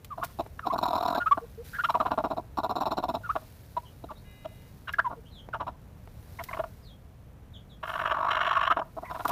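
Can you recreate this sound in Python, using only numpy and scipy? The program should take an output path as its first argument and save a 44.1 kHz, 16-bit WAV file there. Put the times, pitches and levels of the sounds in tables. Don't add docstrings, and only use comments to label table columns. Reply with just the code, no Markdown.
import sys
import numpy as np
from scipy import signal
from scipy.fft import rfft, irfft
from scipy.io import wavfile
from scipy.ndimage import uniform_filter1d

SR = 44100
rng = np.random.default_rng(int(sys.argv[2]) if len(sys.argv) > 2 else 0)


def unload_wav(signal):
    wavfile.write(
        sys.argv[1],
        SR,
        np.round(np.clip(np.atleast_2d(signal).T, -1, 1) * 32767).astype(np.int16),
    )


N = 410571
FFT_SIZE = 4096
FREQS = np.arange(FFT_SIZE // 2 + 1) * SR / FFT_SIZE + 1

# (frequency [Hz], level [dB])
YARD_SPECTRUM = [(15, -39.5), (25, -10), (59, -1.5), (116, -3), (227, -14), (340, -22.5), (469, -20.5),
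                 (782, -26), (2920, -41), (3440, -44), (5010, -57), (5580, -48.5), (15500, -61)]
# (start [s], length [s], level [dB], start pitch [Hz], middle pitch [Hz], end pitch [Hz])
CHIRPS = [(3.848, 0.045, -60, 3400, 2940, 3320), (4.152, 0.044, -64.5, 3670, 3910, 4370),
          (5.252, 0.039, -62, 2960, 3130, 3620), (5.305, 0.073, -61.5, 4350, 3880, 3540),
          (5.344, 0.083, -55, 3750, 3290, 3120), (6.821, 0.12, -61.5, 5400, 3780, 3250),
          (7.533, 0.056, -54, 3760, 3290, 3490), (7.692, 0.06, -61, 4250, 3500, 3290)]
# (frequency [Hz], level [dB])
HORN_PARTIALS = [(1658, -67.5), (2040, -68), (2406, -72), (2546, -76), (2869, -69), (3817, -73.5)]
# (frequency [Hz], level [dB])
FEATHER_SPECTRUM = [(880, -23.5), (1500, -1.5), (3090, -7), (3910, -3.5), (7750, -10), (13100, -4),
                    (15500, -7)]
# (peak time [s], rise [s], fall [s], level [dB])
STROKES = [(.26, 0.065, 0.14, -58), (1.1, 1, 1, -62.5), (1.65, 0.0079, 0.36, -54.5), (3.35, 0.26, 0.8, -61),
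           (4.7, 0.85, .7, -66.5), (6.5, 0.29, 0.22, -57.5), (7.89, 0.034, 0.16, -57), (9.3, 0.2, .1, -54)]
# (time [s], level [dB])
TICKS = [(0.046, -41.5), (0.2375, -39), (0.2457, -32), (4.928, -43), (6.4377, -37.5), (9.2523, -37.5),
         (9.2792, -33.5), (9.2928, -33)]
# (time [s], level [dB])
KNOCKS = [(0.463, -42.5), (5.488, -38), (6.074, -47)]
# (frequency [Hz], width [Hz], level [dB])
TICK_MODES = [(2780, 6200, -1), (7400, 38000, -5.5), (14200, 8300, 1)]
EGG_MODES = [(630, 1300, 8.5), (1840, 1800, -5.5), (4000, 7600, -21)]
SHUT_MODES = [(288, 280, -8.5), (719.7, 190, 1), (989, 430, 0), (1368, 176, -11), (2544, 940, -32),
              (3963, 760, -19), (5340, 550, -28.5), (7110, 400, -33.5), (10400, 21000, -50),
              (12250, 1800, -40), (14000, 1000, -33)]
OPEN_MODES = [(343, 270, -24), (659, 125, -0.5), (1034, 330, -4), (1250, 810, -2.5), (1695, 310, -8.5),
              (2130, 150, -18.5), (2880, 1110, -18.5), (3906, 250, -30), (5540, 380, -36.5),
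              (6880, 850, -48.5), (9700, 37000, -58)]
SQUEAK_HARMONICS = [3.5, -29.5, -40.5, -52.5]
# (start [s], length [s], level [dB], start pitch [Hz], end pitch [Hz])
SQUEAKS = [(0.104, 0.04, -38.5, 1277, 1000), (0.213, 0.023, -38.5, 1240, 930),
           (0.626, 0.048, -40.5, 1390, 960), (0.7, 0.021, -26.5, 980, 1140),
           (1.132, 0.04, -38.5, 1255, 1600), (1.2, 0.034, -31, 1354, 1450),
           (1.259, 0.026, -23.5, 1193, 1358), (1.311, .022, -16, 1060, 1180),
           (1.413, 0.044, -44.5, 452, 476), (1.574, 0.052, -43, 433, 490),
           (1.731, 0.046, -38.5, 1470, 1670), (1.784, 0.03, -28.5, 1280, 1566),
           (1.837, 0.023, -24, 1131, 1452), (1.887, 0.016, -25, 1215, 777), (1.941, 0.0227, -24, 1235, 892),
           (2.001, .02, -26.5, 1350, 947), (3.234, 0.045, -40.5, 1514, 1240),
           (3.291, .025, -26, 1050, 1390), (3.766, 0.019, -28.5, 994, 930), (4.088, .026, -46, 1380, 770),
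           (4.873, .02, -38, 1677, 1144), (4.936, 0.011, -28.5, 1700, 1530),
           (4.984, 0.02, -21.5, 1302, 1657), (5.044, 0.038, -28.5, 1100, 900), (5.099, .03, -44, 1005, 710),
           (5.162, 0.038, -51.5, 474, 440), (5.53, 0.026, -34.5, 1602, 960),
           (5.597, 0.0277, -40, 1153, 900), (8.559, 0.026, -23, 1089, 1095),
           (8.701, 0.025, -20.5, 1144, 1400)]
# (start [s], length [s], level [dB])
PEEPS = [(6.388, 0.014, -35.5), (6.486, 0.014, -37.5), (6.529, 0.013, -33.5), (9.041, 0.036, -46),
         (9.072, 0.034, -48)]
# (middle time [s], length [s], level [dB], beak [0-1], chest [dB], treble [dB])
CLUCKS = [(0.189, .034, -37, 0.44, 14, 2), (0.236, 0.019, -27.5, 0.44, -8, -9),
          (0.399, 0.024, -27, 0.29, 16.5, 11.5), (0.594, 0.0067, -32.5, 0.95, -12, 3),
          (0.672, 0.038, -27, 0.11, 9, 4.5), (.735, 0.029, -26.5, 0, 8.5, 2),
          (0.761, 0.015, -29.5, 0.13, 0, -18.5), (0.786, 0.015, -27, 0, 2.5, 4),
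          (0.816, 0.0074, -33, .05, 8, 3), (1.378, 0.013, -27, 0.37, 2.5, -16),
          (1.848, 0.024, -33.5, .9, -6, 16), (1.902, .014, -24.5, 0.4, -8, 5.5),
          (3.362, .018, -25.5, 0.62, 6, -1.5), (3.774, .016, -33.5, 0.3, 5, 3.5),
          (4.043, 0.0097, -36.5, 0.35, 29, 14), (4.114, .019, -39, 0.53, 5, 0),
          (4.454, 0.017, -34, 0.78, 21.5, 14), (4.889, 0.027, -35, 0.98, -18, 5.5),
          (4.996, .018, -26, .85, 0, -7), (5.119, 0.044, -38.5, 0.38, 13, -9),
          (6.404, .028, -37.5, .95, 11.5, 4), (6.51, 0.024, -42.5, 1, 8, 0), (6.543, 0.028, -39, 1, 9.5, 5),
          (6.574, 0.011, -33.5, 0.8, 7, 0), (6.598, .023, -27, .95, 18.5, 1.5),
          (6.641, 0.0089, -31.5, .8, 11, -6), (8.714, 0.03, -24, 0.95, 3, 2.5),
          (8.773, 0.02, -25.5, .8, 8, -3), (8.794, 0.018, -27, 0.92, 17, 6),
          (8.818, .01, -29, 0.74, 5, -32), (8.979, 0.026, -34, 0.36, 17, -9),
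          (9.034, 0.026, -38, .35, 14, -13), (9.254, 0.014, -22.5, 0.55, 1, -9),
          (9.299, 0.038, -28.5, 0.66, 11, 4)]
# (first puff [s], last puff [s], first level [dB], last level [dB], first beak [0-1],
# last beak [0-1], chest [dB], treble [dB], whine [dB])
RATTLES = [(1.953, 2.118, -26, -25, .55, .45, 7, -0.5, 4.5),
           (2.187, 2.377, -24, -29.5, .45, 0.12, 10.5, 0, 5),
           (2.583, 2.766, -25.5, -27.5, 0.09, 0.04, 5, 3, -2),
           (2.815, 2.918, -25.5, -27.5, .13, 0.1, 6, 5.5, 6),
           (2.981, 3.151, -27, -28, 0.18, 0.18, 9.5, 7, -7.5),
           (5.545, 5.678, -31.5, -33, .95, .4, 3, -3, 9),
           (9.11, 9.201, -35, -34.5, 0.47, 0.64, 2, 0.5, 6.5)]
# (first puff [s], last puff [s], nominal puff rate [Hz], nominal throb rate [Hz],
# first level [dB], last level [dB], throb depth [dB], beak [0-1], chest [dB], treble [dB], whine [dB])
GROWLS = [(.835, 1.181, 40.4, 8.7, -25.5, -26.5, 1.5, .03, 1, 2, 7.5),
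          (7.838, 8.118, 48.5, 17.7, -36, -26.5, 3, 1, 0.5, 4, -4),
          (8.149, 8.289, 47.7, 21, -30.5, -26.5, 0.5, .7, -2.5, -5, 10.5),
          (8.313, 8.674, 49, 19.3, -26, -26, 2.5, 1, -5, 5, 2.5)]


def undb(db):
    return 10 ** (np.asarray(db) / 20)


def unit(x):
    return x / np.sqrt(np.mean(x ** 2) + 1e-18)


def add(out, start, x):
    i = max(int(start * SR), 0)
    out[i:i + len(x)] += x[:max(len(out) - i, 0)]


def wander(n, rate_hz):
    step = max(int(SR / rate_hz), 1)
    return 1.3 * uniform_filter1d(np.repeat(rng.standard_normal(n // step + 1), step), step)[:n]


def noise(spectrum):
    hz, db = np.transpose(spectrum)
    freqs = np.arange(N // 2 + 1) * SR / N + 1
    gain = undb(np.interp(np.log(freqs), np.log(hz), db))
    return unit(irfft(rfft(rng.standard_normal(N)) * gain, N))


def resonances(modes):
    power = sum(undb(db) ** 2 / (1 + (2 * (FREQS - hz) / width) ** 2) ** 3 for hz, width, db in modes)
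    return 10 * np.log10(power)


def ring(response_db):
    cepstrum = irfft(np.log(undb(response_db)))
    cepstrum[1:FFT_SIZE // 2] *= 2
    cepstrum[FFT_SIZE // 2 + 1:] = 0
    return irfft(np.exp(rfft(cepstrum)))[:FFT_SIZE // 4]


def arch(n, power):
    return np.sin(np.pi * ((np.arange(n) + .5) / n) ** 1.1) ** power


def glide(n, start, middle, end):
    return np.polyval(np.polyfit([0, .5, 1], [start, middle, end], 2), np.linspace(0, 1, n))


def reverberate(x, t60, wet_db, cutoff_hz, gap_s):
    t = np.arange(SR // 2) / SR
    tail = rng.standard_normal(len(t)) * undb(-60 * t / t60) * (t > gap_s)
    lowpass = signal.butter(2, cutoff_hz, fs=SR, output="sos")
    tail = signal.sosfilt(lowpass, tail) / np.sqrt(np.sum(tail ** 2))
    return x + undb(wet_db) * signal.fftconvolve(x, tail)[:N]


def yard(level_db=-48.5):
    return noise(YARD_SPECTRUM) * undb(level_db + .45 * wander(N, 2.6))


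def horn(start_s=4.25, length_s=.45, decay_s=.43):
    out, t = np.zeros(N), np.arange(int(length_s * SR)) / SR
    tone = sum(undb(db) * np.sqrt(2) * np.sin(2 * np.pi * hz * t) for hz, db in HORN_PARTIALS)
    add(out, start_s, tone * arch(len(t), .071) * np.exp(-t / decay_s))
    return out


def sparrows(gain_db=-1, octave_db=-23.5):
    out = np.zeros(N)
    for start, length, db, *pitches in CHIRPS:
        n = int(length * SR)
        pitch = glide(n, *pitches) * (1 + .0315 * wander(n, 500))
        phase = 2 * np.pi * np.cumsum(pitch) / SR
        tone = np.sin(phase) + undb(octave_db) * np.sin(2 * phase)
        add(out, start, undb(db + gain_db) * unit(tone * arch(n, .65)))
    return out


def feathers(gain_db=2, grain_db=2.5, stir_db=-74.5):
    t = np.arange(N) / SR
    strokes = [undb(db) * np.exp(-np.abs(t - peak) / np.where(t < peak, rise, fall))
               for peak, rise, fall, db in STROKES]
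    rubbing = np.sqrt(undb(stir_db) ** 2 + np.sum(np.square(strokes), axis=0))
    grains = undb(grain_db * wander(N, 1500))
    return unit(noise(FEATHER_SPECTRUM) * grains) * undb(gain_db) * rubbing


def impacts(contacts, modes, decay_s, gain_db):
    out, t = np.zeros(N), np.arange(FFT_SIZE) / SR
    for start, db in contacts:
        burst = rng.standard_normal(FFT_SIZE) * np.exp(-t / decay_s)
        hit = signal.fftconvolve(burst, ring(resonances(modes)))
        add(out, start, undb(db + gain_db) * hit / np.abs(hit).max())
    return out


def throat(beak, chest_db, treble_db, drift=.017):
    response_db = (1 - beak) * resonances(SHUT_MODES) + beak * resonances(OPEN_MODES)
    response_db += chest_db / (1 + (FREQS / 880) ** 6)
    response_db += treble_db / (1 + (2200 / FREQS) ** 6)
    return ring(np.interp(FREQS * (1 + drift * rng.standard_normal()), FREQS, response_db))


def puff(length, beak, chest_db, treble_db, shut_hz=225, open_hz=365, scatter_db=3, spurt_s=.002):
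    n = int(length * SR)
    timing, strength = rng.standard_normal((24, 2)).T
    period = SR / (shut_hz + (open_hz - shut_hz) * beak ** 2)
    jitter = np.interp(beak, [0, 1], [.17, .045])
    claps = np.cumsum(period * np.exp(jitter * timing))
    claps = (claps - claps[0] + .3 * period).astype(int)
    pulses = np.zeros(n)
    pulses[claps[claps < n]] = undb(scatter_db * strength[claps < n])
    spurts = signal.lfilter([1], [1, -np.exp(-1 / (spurt_s * SR))], pulses)
    source = (pulses + .21 * spurts * rng.standard_normal(n)) * arch(n, .54)
    voice = signal.fftconvolve(source, throat(beak, chest_db, treble_db))
    return voice / np.sqrt(np.sum(voice ** 2) / n)


def whistle(length, pitches, rough, octave_db=0, flutter_hz=370, hiss_db=-26):
    n = int(length * SR)
    flutter = np.sin(2 * np.pi * np.cumsum(flutter_hz * (1 + .31 * wander(n, 271))) / SR)
    pitch = glide(n, *pitches) * (1 + .14 * rough * (wander(n, 682) + flutter))
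    phase = 2 * np.pi * np.cumsum(pitch) / SR
    rasp_db = 20 * rough
    tone = sum(undb(db + (k > 0) * rasp_db + (k == 1) * octave_db) * np.sin((k + 1) * phase)
               for k, db in enumerate(SQUEAK_HARMONICS))
    tone *= 1 + .11 * rough * flutter
    hiss = unit(signal.fftconvolve(rng.standard_normal(n), ring(.5 * resonances(OPEN_MODES)))[:n])
    return unit((tone + undb(hiss_db + rasp_db) * hiss) * arch(n, .52))


def cluck(length, db, beak, chest_db, treble_db, whine_db, whine_span=1.3, whine_rough=.1,
          slack_hz=1380, pressed_hz=1060, release_hz=980):
    length = max(length, .005)
    out = undb(-1) * puff(length, beak, chest_db, treble_db)
    detune = np.exp(rng.normal(0, [.1, .03, .1]) - .0099 * max(chest_db, 0))
    pitches = np.array([slack_hz, pressed_hz, release_hz]) * detune
    add(out, 0, undb(whine_db - 12 * (2 - beak)) * whistle(whine_span * length, pitches, whine_rough))
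    return undb(db) * out


def squeaks(pure_hz=1050, rough_per_octave=.59):
    for start, length, db, start_hz, end_hz in SQUEAKS:
        middle_hz = 1.011 * (start_hz + end_hz) / 2
        rough = np.clip(rough_per_octave * np.log2(middle_hz / pure_hz), 0, .6)
        yield start, undb(db) * whistle(length, (start_hz, middle_hz, end_hz), rough)


def peeps(edge_hz=934.5, crest_hz=1050):
    for start, length, db in PEEPS:
        yield start, undb(db) * whistle(length, (edge_hz, crest_hz, edge_hz), rough=.39, octave_db=22)


def single_clucks():
    for middle, length, *voice in CLUCKS:
        yield middle - length / 2, cluck(length, *voice, whine_db=-4)


def rattles(rate_hz=17, puff_s=.024, trail_s=.015, lag_s=.017):
    for first, last, first_db, last_db, first_beak, last_beak, chest_db, treble_db, whine_db in RATTLES:
        count = round((last - first) * rate_hz) + 1
        puffs = np.linspace([first, first_db, first_beak], [last, last_db, last_beak], count)
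        for middle, db, beak in puffs:
            yield middle - puff_s / 2, cluck(puff_s, db, beak, chest_db, treble_db, whine_db)
            trail = cluck(trail_s, db - 5 - 5.5 * beak, beak, chest_db + 7.5, treble_db, whine_db)
            yield middle + lag_s - trail_s / 2, trail


def growls(duty=.68, stretch_per_db=.1352):
    for first, last, puff_hz, throb_hz, first_db, last_db, depth_db, *voice in GROWLS:
        count = round((last - first) * puff_hz) + 1
        throbs = round((last - first) * throb_hz)
        for middle, db, cycle in np.linspace([first, first_db, 0], [last, last_db, throbs], count):
            throb_db = depth_db * np.cos(2 * np.pi * cycle)
            length = duty / puff_hz * np.exp(stretch_per_db * throb_db)
            sound = cluck(length, db + throb_db, *voice, whine_span=1.42, whine_rough=.2, release_hz=1360)
            yield middle - length / 2, sound


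def hen():
    out = np.zeros(N)
    for start, sound in [*rattles(), *growls(), *single_clucks(), *squeaks(), *peeps()]:
        add(out, start, sound)
    return out


def scene():
    near = hen() + feathers()
    near += impacts(TICKS, TICK_MODES, decay_s=.0053, gain_db=7.5)
    near += impacts(KNOCKS, EGG_MODES, decay_s=.0026, gain_db=9)
    near = reverberate(near, t60=.09, wet_db=-15, cutoff_hz=5000, gap_s=.003)
    near = reverberate(near, t60=.1015, wet_db=-24.5, cutoff_hz=3000, gap_s=.056)
    far = reverberate(sparrows() + horn(), t60=.17, wet_db=-3.5, cutoff_hz=8000, gap_s=.0072)
    return (near + far + yard())[None]


def record(dry, drive=1.5, cutoff_hz=15400):
    lowpass = signal.ellip(10, .2, 80, cutoff_hz, fs=SR, output="sos")
    return signal.sosfilt(lowpass, np.tanh(drive * dry) / drive)


dry = scene()
out = record(dry)
unload_wav(out)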